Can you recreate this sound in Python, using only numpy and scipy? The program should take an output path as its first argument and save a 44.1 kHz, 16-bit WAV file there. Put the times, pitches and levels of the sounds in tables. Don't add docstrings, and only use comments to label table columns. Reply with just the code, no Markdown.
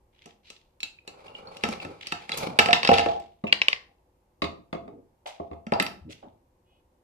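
import sys
import numpy as np
from scipy import signal
from scipy.fft import rfft, irfft, next_fast_len
from scipy.io import wavfile

SR = 44100
rng = np.random.default_rng(int(sys.argv[2]) if len(sys.argv) > 2 else 0)


def wav_record(signal):
    frames = np.transpose(np.atleast_2d(signal))
    bounded = np.clip(frames, -1, 1)
    quanta = np.round(bounded * 32767).astype(np.int16)
    wavfile.write(sys.argv[1], SR, quanta)


N = 310023
RING = np.arange(SR // 2) / SR

# start in seconds, force in dB, hardness in dB.
TUB_KNOCKS = [(1.636, -25, 2.5), (1.651, -38.5, -3), (1.734, -44, 7), (1.848, -40.5, -3.5),
              (2.121, -29.5, 5), (2.292, -36, 4.5), (2.318, -36, 11.5), (2.588, -15.5, 5),
              (2.5915, -18.5, 4), (2.595, -27, 8.5), (2.658, -26.5, 3), (2.685, -28, 0.5),
              (2.707, -30, 4.5), (2.7289, -18.5, 14.5), (2.734, -27, 10.5), (2.763, -37.5, 9.5),
              (2.83, -29.5, 13), (2.848, -26.5, 12), (2.873, -28.5, 17), (2.889, -21, -6.5),
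              (2.914, -23, -7.5), (2.939, -28.5, 15), (2.961, -35.5, 4.5), (2.982, -26, 11.5),
              (2.993, -28, 2.5), (3.059, -31.5, -9.5), (5.666, -45, -5), (5.72, -28.5, -7.5),
              (5.735, -43, 19), (5.798, -23.5, 6.5), (5.823, -34, 7), (5.864, -38.5, 13)]
NAIL_TAPS = [(0.257, -48, -1), (0.501, -47, 10), (0.804, -54, 16), (0.83, -41.5, 14), (1.075, -42.5, 3),
             (1.568, -49.5, 12.5), (1.687, -35.5, -2), (1.708, -50, 7.5), (2.069, -42, 16.5),
             (2.345, -48, 14), (3.198, -51.5, -0.5)]
LET_GO = [(2.67, 3.15), (5.7, 5.79)]
KNOCK_TONE = [-1.5, -2.5, 1.5, 0, -6, -12.5]
NAIL_TONE = [-0.5, -3, -6.5, -6.5, -6.5, -5.5]
LET_GO_TONE = [0, 6, -1, -0.2, -1, -5]
# frequency in Hz, level in dB, T60 (time to decay by 60 dB) in seconds.
TUB_MODES = [(164, -6, .12), (224, 1, .08), (291, -6, .1), (369, -1, .08), (465, -8, .12), (631, 1, .07),
             (703, 3, .12), (800, -1, .12), (837, -6, .24), (1310, 3, .04), (1775, 3, .03), (2150, 1, .025),
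             (2417, 1, .02), (2665, 7, .028), (3880, -4, .014), (4600, -4, .012), (7604, -17, .02)]

def tub_impacts():
    blows = contact(NAIL_TAPS, NAIL_TONE)
    for knock in TUB_KNOCKS:
        free = any(start < knock[0] < end for start, end in LET_GO)
        blows += contact([knock], np.array(KNOCK_TONE) + free * np.array(LET_GO_TONE))
    return strike(blows, TUB_MODES, crack_db=14, crack_t60=0.021, contact_ms=0.69,
                  spread=0.6, scatter_db=2.5, flex=0.022)


HARDNESS_TILT = [-0.62, -0.87, 0.04, 0.37, .8, 0.37]

def contact(rows, tone_db):
    return [(s, *(force + np.array(tone_db) + hardness * np.array(HARDNESS_TILT)))
            for s, force, hardness in rows]


REGISTERS = [(60, 450), (450, 950), (950, 1950), (1950, 3400), (3400, 5500), (5500, 15000)]
# frequency in Hz, level in dB.
CRACK = [(60, -14), (120, 2.5), (200, 12), (400, 11), (700, 11), (1020, 3), (1400, -4.5), (2600, 8),
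         (3500, -11.5), (4700, -13.5), (6000, -18.5), (8000, -19), (14000, -36.5)]

def strike(blows, modes, crack_db, crack_t60, contact_ms, spread, scatter_db, flex):
    hz, db, t60 = np.transpose(modes)
    decays = undb(db)[:, None] * fade(RING, t60[:, None])
    push = 1 - np.exp(-(1000 * RING / contact_ms) ** 2)
    filters = [signal.butter(4, edges, "band", fs=SR, output="sos") for edges in REGISTERS]
    out, attack = np.zeros((2, N)), SR // 100
    for s, *levels_db in blows:
        bent_hz = hz * (1 + flex * np.clip(hz / 1500 - 1, 0, 1) * rng.standard_normal(len(hz)))
        phase = np.float32(2 * np.pi * bent_hz[:, None] * RING)
        weight = undb(scatter_db * rng.standard_normal(len(hz)))
        turn = rng.uniform(0, 2 * np.pi, len(hz))
        turn = turn + spread * np.clip(hz / 700, .5, 1) * rng.standard_normal((2, len(hz)))
        ring = (weight * np.cos(turn)) @ (decays * np.sin(phase))
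        ring += (weight * np.sin(turn)) @ (decays * np.cos(phase))
        grit = rng.standard_normal(len(RING)) + spread * diffuse(len(RING))
        crack = undb(crack_db) * colour(grit, CRACK) * (fade(RING, crack_t60) + 1e-9)
        parts = (signal.sosfilt(sos, push * (ring + crack)) for sos in filters)
        add(out, sum(p * undb(level) / p[:, :attack].std() for p, level in zip(parts, levels_db)), s)
    return out


# start in seconds, level in dB, lower tone in Hz, relative level of the upper tone in dB.
ROCKS = [(2.685, -9, 709, -22), (2.898, -10, 688, -4), (2.985, -15.5, 696, -0.5), (3.082, -15, 684, -5),
         (3.15, -33, 696, 6.5)]

def rocking(upper_hz=806):
    lower = [(s, db, hz) for s, db, hz, _ in ROCKS]
    upper = [(s, db + upper_db, upper_hz) for s, db, _, upper_db in ROCKS]
    return (resonate(lower, rise_s=.008, t60=.2, waver=.011)
            + resonate(upper, rise_s=.012, t60=.27, waver=.012))


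def resonate(rows, rise_s, t60, waver, waver_hz=34.7):
    out = np.zeros((2, N))
    for s, db, hz in rows:
        phase = 2 * np.pi * np.cumsum(hz * (1 + waver * wander(waver_hz, len(RING)))) / SR
        envelope = (1 - np.exp(-RING / rise_s)) * fade(RING, t60)
        add(out, undb(db) * envelope * np.sin(phase), s)
    return out


# start in seconds, force in dB.
LID_SNAPS = [(3.5246, -12), (3.527, -12), (3.6156, -15), (3.6208, -24.5), (3.6824, -12), (3.7287, -19),
             (3.7612, -40)]
LID_TONE = [-30.5, -27, -17.5, -3, -10.5, -31.5]
# frequency in Hz, level in dB, T60 in seconds.
LID_MODES = [(1060, -18, .015), (1830, -10, .012), (2350, -2, .007), (2650, 0, .007), (2930, -3, .008),
             (4170, -12, .007), (4810, -19, .007)]

def lid_snaps(full_snap_db=-12.5):
    dulling = np.array([0.1, 0, 0, 0, .4, .4])
    blows = [(s, *(db + np.array(LID_TONE) + (db - full_snap_db) * dulling)) for s, db in LID_SNAPS]
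    return strike(blows, LID_MODES, crack_db=0, crack_t60=0.014, contact_ms=0.82,
                  spread=0.4, scatter_db=2, flex=0.03)


# start in seconds, level in dB, frequency in Hz.
CRACKLES = [(0.987, -40, 2550), (1.281, -35, 2820), (1.35, -29.5, 2920), (1.472, -35.5, 4330),
            (1.568, -39.5, 2870), (1.801, -26.5, 2680), (2.07, -25.5, 2630), (2.318, -20.5, 4160),
            (2.328, -23, 3400), (2.89, -13, 2680), (3.469, -21.5, 2655), (3.479, -28, 2680),
            (3.485, -29, 2680), (3.496, -30, 2500)]

def crackles():
    return resonate(CRACKLES, rise_s=0.00037, t60=0.032, waver=0.03)


# start in seconds, force in dB, hardness in dB.
ARM_BUMPS = [(3.438, -45, -15.5), (4.4187, -31.5, -1.5), (4.44, -39.5, 4), (4.727, -40.5, -10),
             (4.748, -48.5, -13.5), (4.877, -58, -16.5), (5.397, -58, -30), (5.512, -55, -18.5),
             (5.53, -57, -14)]
BUMP_TONE = [2.4, 0.16, 3, 2.5, 1.5, -12.5]
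# frequency in Hz, level in dB, T60 in seconds.
TABLE_MODES = [(190, 2, .07), (240, 1, .08), (290, -2, .16), (352, -2, .1), (410, 3, .1), (520, -4, .1),
               (684, -1, .13), (1095, 3, .05), (1150, 2, .04), (1225, 3, .05), (2140, 5, .035),
               (2460, 1, .03), (2680, 1, .025), (3650, 2, .03), (3940, 2, .025), (4520, 0, .03)]

def arm_bumps():
    return strike(contact(ARM_BUMPS, BUMP_TONE), TABLE_MODES, crack_db=7, crack_t60=0.06,
                  contact_ms=0.69, spread=0.56, scatter_db=0.5, flex=0.019)


# start in seconds, level in dB, frequency in Hz.
THUMPS = [(0.257, -43, 390), (1.638, -21, 214), (1.687, -21, 212), (2.73, -25.5, 170), (2.889, -15, 183),
          (2.889, -15, 466), (3.438, -19, 205), (4.44, -30, 182), (4.748, -35.5, 184), (5.667, -24, 230),
          (5.721, -20, 225), (5.807, -21.5, 205)]

def thumps():
    return resonate(THUMPS, rise_s=0.0027, t60=0.085, waver=0.045)


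# start in seconds, level in dB.
BOARD_SWAYS = [(2.92, -38), (4.429, -33), (5.4, -43), (5.514, -37.5), (6.013, -40.5)]

def board_sways():
    return resonate(pitched(BOARD_SWAYS, hz=80), rise_s=0.0056, t60=.3, waver=0.018)


# start in seconds, force in dB.
CHINKS = [(0.504, -44), (0.804, -35), (0.831, -19), (1.078, -31)]
# frequency in Hz, level in dB, T60 in seconds.
GLASS_MODES = [(2575, -3, .035), (2640, -2, .045), (3898, -7, .04), (4247, -6, .04), (7402, -18, .05)]

def chinks(scatter_db=2):
    hz, db, t60 = np.transpose(GLASS_MODES)[:, :, None]
    out = np.zeros((2, N))
    for s, force_db in CHINKS:
        weight = undb(force_db + db + scatter_db * rng.standard_normal(db.shape))
        phase = 2 * np.pi * hz * RING + rng.uniform(0, 2 * np.pi, db.shape)
        add(out, np.sum(weight * fade(RING, t60) * np.sin(phase), axis=0), s)
    return out


# time in seconds, pressure in dB.
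SLIDE_PRESSURE = [(1.05, -59), (1.09, -52.5), (1.6, -47), (1.9, -46.5), (1.989, -57), (2.28, -58),
                  (2.41, -38.5), (2.579, -50)]
# frequency in Hz, level in dB.
RUMBLE = [(60, -14), (150, 1.5), (210, 0), (400, -13), (600, -26), (1500, -73)]
SCRAPE = [(200, -22.5), (480, 5.5), (700, -3), (815, 4.5), (950, -3), (1320, -4.5), (1800, -24),
          (4000, -54)]
HISS = [(900, -30), (1900, -9.5), (2330, 4.5), (2900, -6.5), (4400, -5.5), (6000, -17.5), (10000, -21),
        (15000, -40.5)]

def slide(grains_per_s=30, grit_db=-7, patchy_db=5.5):
    slips = friction(rough_db=5, catch_hz=99.5, size=N)
    grains = (rng.random(N) < grains_per_s / SR) * undb(2.5 * np.minimum(rng.exponential(size=N), 4))
    grit = unit(signal.fftconvolve(grains, rng.standard_normal(SR // 700), "same"))
    patches = undb(patchy_db * wander(22, N))
    gritty = (slips + undb(grit_db) * grit) * patches
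    s, db = np.transpose(SLIDE_PRESSURE)
    pressure = np.interp(np.arange(N) / SR, s, undb(db - db.max()), left=0, right=0)
    rumble = undb(-7) * pressure ** 1.4 * unit(colour(slips, RUMBLE))
    scrape = undb(-1) * pressure * unit(colour(slips, SCRAPE))
    hiss = undb(-5) * pressure * unit(colour(gritty, HISS))
    return undb(db.max()) * (rumble + scrape + hiss)


def friction(rough_db, catch_hz, size):
    strength = undb(rough_db * wander(catch_hz, size))
    return unit(strength * (rng.standard_normal(size) + 1.5 * diffuse(size)))


# start in seconds, decay time constant in seconds, level in dB, band centre in Hz.
FINGER_RUBS = [(0.11, 0.026, -57.5, 2650), (0.428, 0.066, -53.5, 3100), (2.008, 0.14, -44, 2650),
               (2.6, 0.1, -43, 2700), (2.93, 0.075, -27.5, 2800), (3.466, 0.029, -45, 2650),
               (5.257, 0.059, -46, 2700), (6.089, 0.054, -49, 2700)]
# start in seconds, decay time constant in seconds, level in dB.
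BASE_JUDDERS = [(1.66, 0.025, -35), (2.48, 0.026, -28.5), (2.889, 0.035, -33.5), (5.815, 0.014, -25)]
RIM_SCUFFS = [(2.4, 0.16, -38), (3.09, 0.04, -32), (5.257, 0.029, -35.5), (5.722, 0.048, -24.5),
              (6.227, 0.03, -45.5)]
RIM_SQUEAKS = [(2.373, 0.0082, -32.5), (2.589, 0.0033, -28), (5.825, 0.0021, -25)]
SLEEVE_BRUSHES = [(2.373, 0.017, -31), (5.257, 0.033, -50.5), (6.092, 0.01, -52.5)]

def rubs():
    return (strokes(FINGER_RUBS, octaves=0.98, rough_db=6.5)
            + strokes(pitched(BASE_JUDDERS, hz=201), octaves=0.54, rough_db=-2.25)
            + strokes(pitched(RIM_SCUFFS, hz=727), octaves=0.64, rough_db=2)
            + strokes(pitched(RIM_SQUEAKS, hz=10900), octaves=.5, rough_db=0)
            + strokes(pitched(SLEEVE_BRUSHES, hz=3930), octaves=2, rough_db=2.5))


def strokes(rows, octaves, rough_db, light_db=-55.5, light_rise_s=0.093, grip_per_db=3.04):
    out, half_band = np.zeros((2, N)), 2 ** (octaves / 2)
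    for s, fall, db, hz in rows:
        slips = friction(rough_db, catch_hz=316, size=len(RING))
        slips = band(slips, hz / half_band, hz * half_band, order=2)
        rise = light_rise_s * undb(grip_per_db * (light_db - db))
        envelope = np.minimum(RING / max(rise, 1e-3), np.exp(-np.maximum(RING - rise, 0) / fall))
        add(out, undb(db) * envelope * unit(slips), s)
    return out


# start in seconds, length in seconds, level in dB, first and last pitch in Hz.
SKIN_DRAGS = [(1.842, 0.09, -43.5, 216.8, 445), (4.803, 0.22, -50.5, 288, 353.6),
              (6.03, 0.09, -46.5, 108.5, 545), (6.222, 0.073, -50.5, 454, 144.6)]

def skin_drags(relative_width=1.1):
    out, size = np.zeros((2, N)), len(RING)
    for s, length, db, start_hz, end_hz in SKIN_DRAGS:
        progress = np.minimum(RING / length, 1)
        cycles = np.cumsum(start_hz * (end_hz / start_hz) ** progress) / SR
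        phasors = rng.standard_normal(size) + 1j * rng.standard_normal(size)
        slips = np.interp(cycles * relative_width, np.arange(size), phasors)
        groan = unit(np.real(slips * np.exp(2j * np.pi * cycles)))
        add(out, undb(db) * groan * np.sqrt(4 * progress * (1 - progress)), s)
    return out


def creak(start_s=6.645, length_s=0.18, slip_hz=423, db=-74, jitter=0.031):
    t = np.arange(int(length_s * SR)) / SR
    cycles = np.cumsum(slip_hz * (1 + jitter * wander(slip_hz / 2, len(t)))) / SR
    slips = sum(np.sin(2 * np.pi * k * cycles) for k in range(1, 12))
    out = np.zeros((2, N))
    add(out, undb(db) * np.sin(np.pi * t / length_s) * unit(band(slips, 2490, 3300, order=2)), start_s)
    return out


# delay in milliseconds, gain as a ratio.
NEAR_ECHOES = [(1.9, 0.12), (4.4, 0.046)]

def near(x):
    return x + sum(gain * np.roll(x, int(ms * SR / 1000), axis=1) for ms, gain in NEAR_ECHOES)


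# frequency in Hz, T60 in seconds.
ROOM_T60 = [(100, 0.55), (300, 0.44), (800, 0.36), (2500, 0.3), (6000, 0.29), (14000, 0.26)]
# frequency in Hz, gain in dB.
ROOM_COLOUR = [(80, 11), (250, 3.4), (800, 8.2), (2500, 2), (6000, 6.6), (14000, 2.8)]

def room(x, build_s=0.0019):
    t = np.arange(SR) / SR
    echoes = diffuse(len(t))
    tail = sum(band(echoes, hz, 2 * hz) * fade(t, along(ROOM_T60, hz * np.sqrt(2)))
               for hz in 45 * 2 ** np.arange(9))
    response = colour(unit(tail) / np.sqrt(len(t)), ROOM_COLOUR) * np.minimum(t / build_s, 1)
    return signal.fftconvolve(x, response, axes=1)[:, :N]


# frequency in Hz, relative spectral density in dB.
AIR = [(15, -34), (25, -8), (65, -7), (190, -18), (318, -18), (363, -12), (438, -24), (501, -13.5),
       (673, -24.5), (879, -18), (1300, -32), (3930, -42), (14000, -44)]

def still_air(db=-67):
    return undb(db) * unit(colour(diffuse(N), AIR))


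def diffuse(size, alike_hz=1000):
    padded = next_fast_len(size)
    mid, side = rfft(rng.standard_normal((2, padded)))
    alike = np.sinc(np.arange(len(mid)) * SR / padded / alike_hz)
    mid, side = mid * np.sqrt((1 + alike) / 2), side * np.sqrt((1 - alike) / 2)
    return irfft(np.array([mid + side, mid - side]), padded)[:, :size]


def place(x, lag_ms):
    count = round(lag_ms * SR / 1000)
    return np.array([np.roll(x[0], max(count, 0)), np.roll(x[1], max(-count, 0))])


def undb(db):
    return 10 ** (np.asarray(db) / 20)


def unit(x):
    return x / np.sqrt(np.mean(x ** 2))


def fade(t, t60):
    return np.exp(-np.log(1000) * t / t60)


def wander(hz, size):
    return np.interp(np.arange(size) / SR * hz, np.arange(size), rng.standard_normal(size))


def band(x, lo_hz, hi_hz, order=3):
    edges = [lo_hz, min(hi_hz, SR / 2 - 20)]
    return signal.sosfilt(signal.butter(order, edges, "band", fs=SR, output="sos"), x)


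def along(points, hz):
    f, value = np.transpose(points)
    return np.interp(np.log(hz + 1), np.log(f), value)


def colour(x, points):
    size = next_fast_len(x.shape[-1])
    gain = undb(along(points, np.arange(size // 2 + 1) * SR / size))
    return irfft(rfft(x, size) * gain, size)[..., :x.shape[-1]]


def pitched(rows, hz):
    return [(*row, hz) for row in rows]


def add(out, sound, s):
    start = int(s * SR)
    out[:, start:start + sound.shape[-1]] += sound[..., :N - start]


# frequency in Hz, gain toward the walls in dB.
LID_TO_WALLS = [(1800, -14), (2750, -21), (3800, -12), (4800, -16), (6000, -11)]

def scene():
    tub = undb(-2.5) * place(near(tub_impacts()), lag_ms=.35)
    lid = undb([[0.86], [-0.86]]) * place(near(lid_snaps()), lag_ms=.29)
    arm = undb(-1) * place(arm_bumps(), lag_ms=-.59)
    board = undb([[2], [-2]]) * board_sways()
    pings = place(chinks() + crackles(), lag_ms=.54)
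    rubbing = place(slide() + rubs() + skin_drags() + creak(), lag_ms=.41)
    booms = place(rocking() + thumps(), lag_ms=.43)
    echoes = room(undb(-9.5) * tub + colour(lid, LID_TO_WALLS) + undb(-9) * arm
                  + undb(-18) * booms + undb(-10.5) * (rubbing + pings))
    return tub + lid + arm + board + pings + booms + rubbing + echoes + still_air()


def record(dry, top_hz=14500):
    return signal.sosfilt(signal.ellip(8, .2, 70, top_hz, fs=SR, output="sos"), np.clip(dry, -1, 1))


dry = scene()
out = record(dry)
wav_record(out)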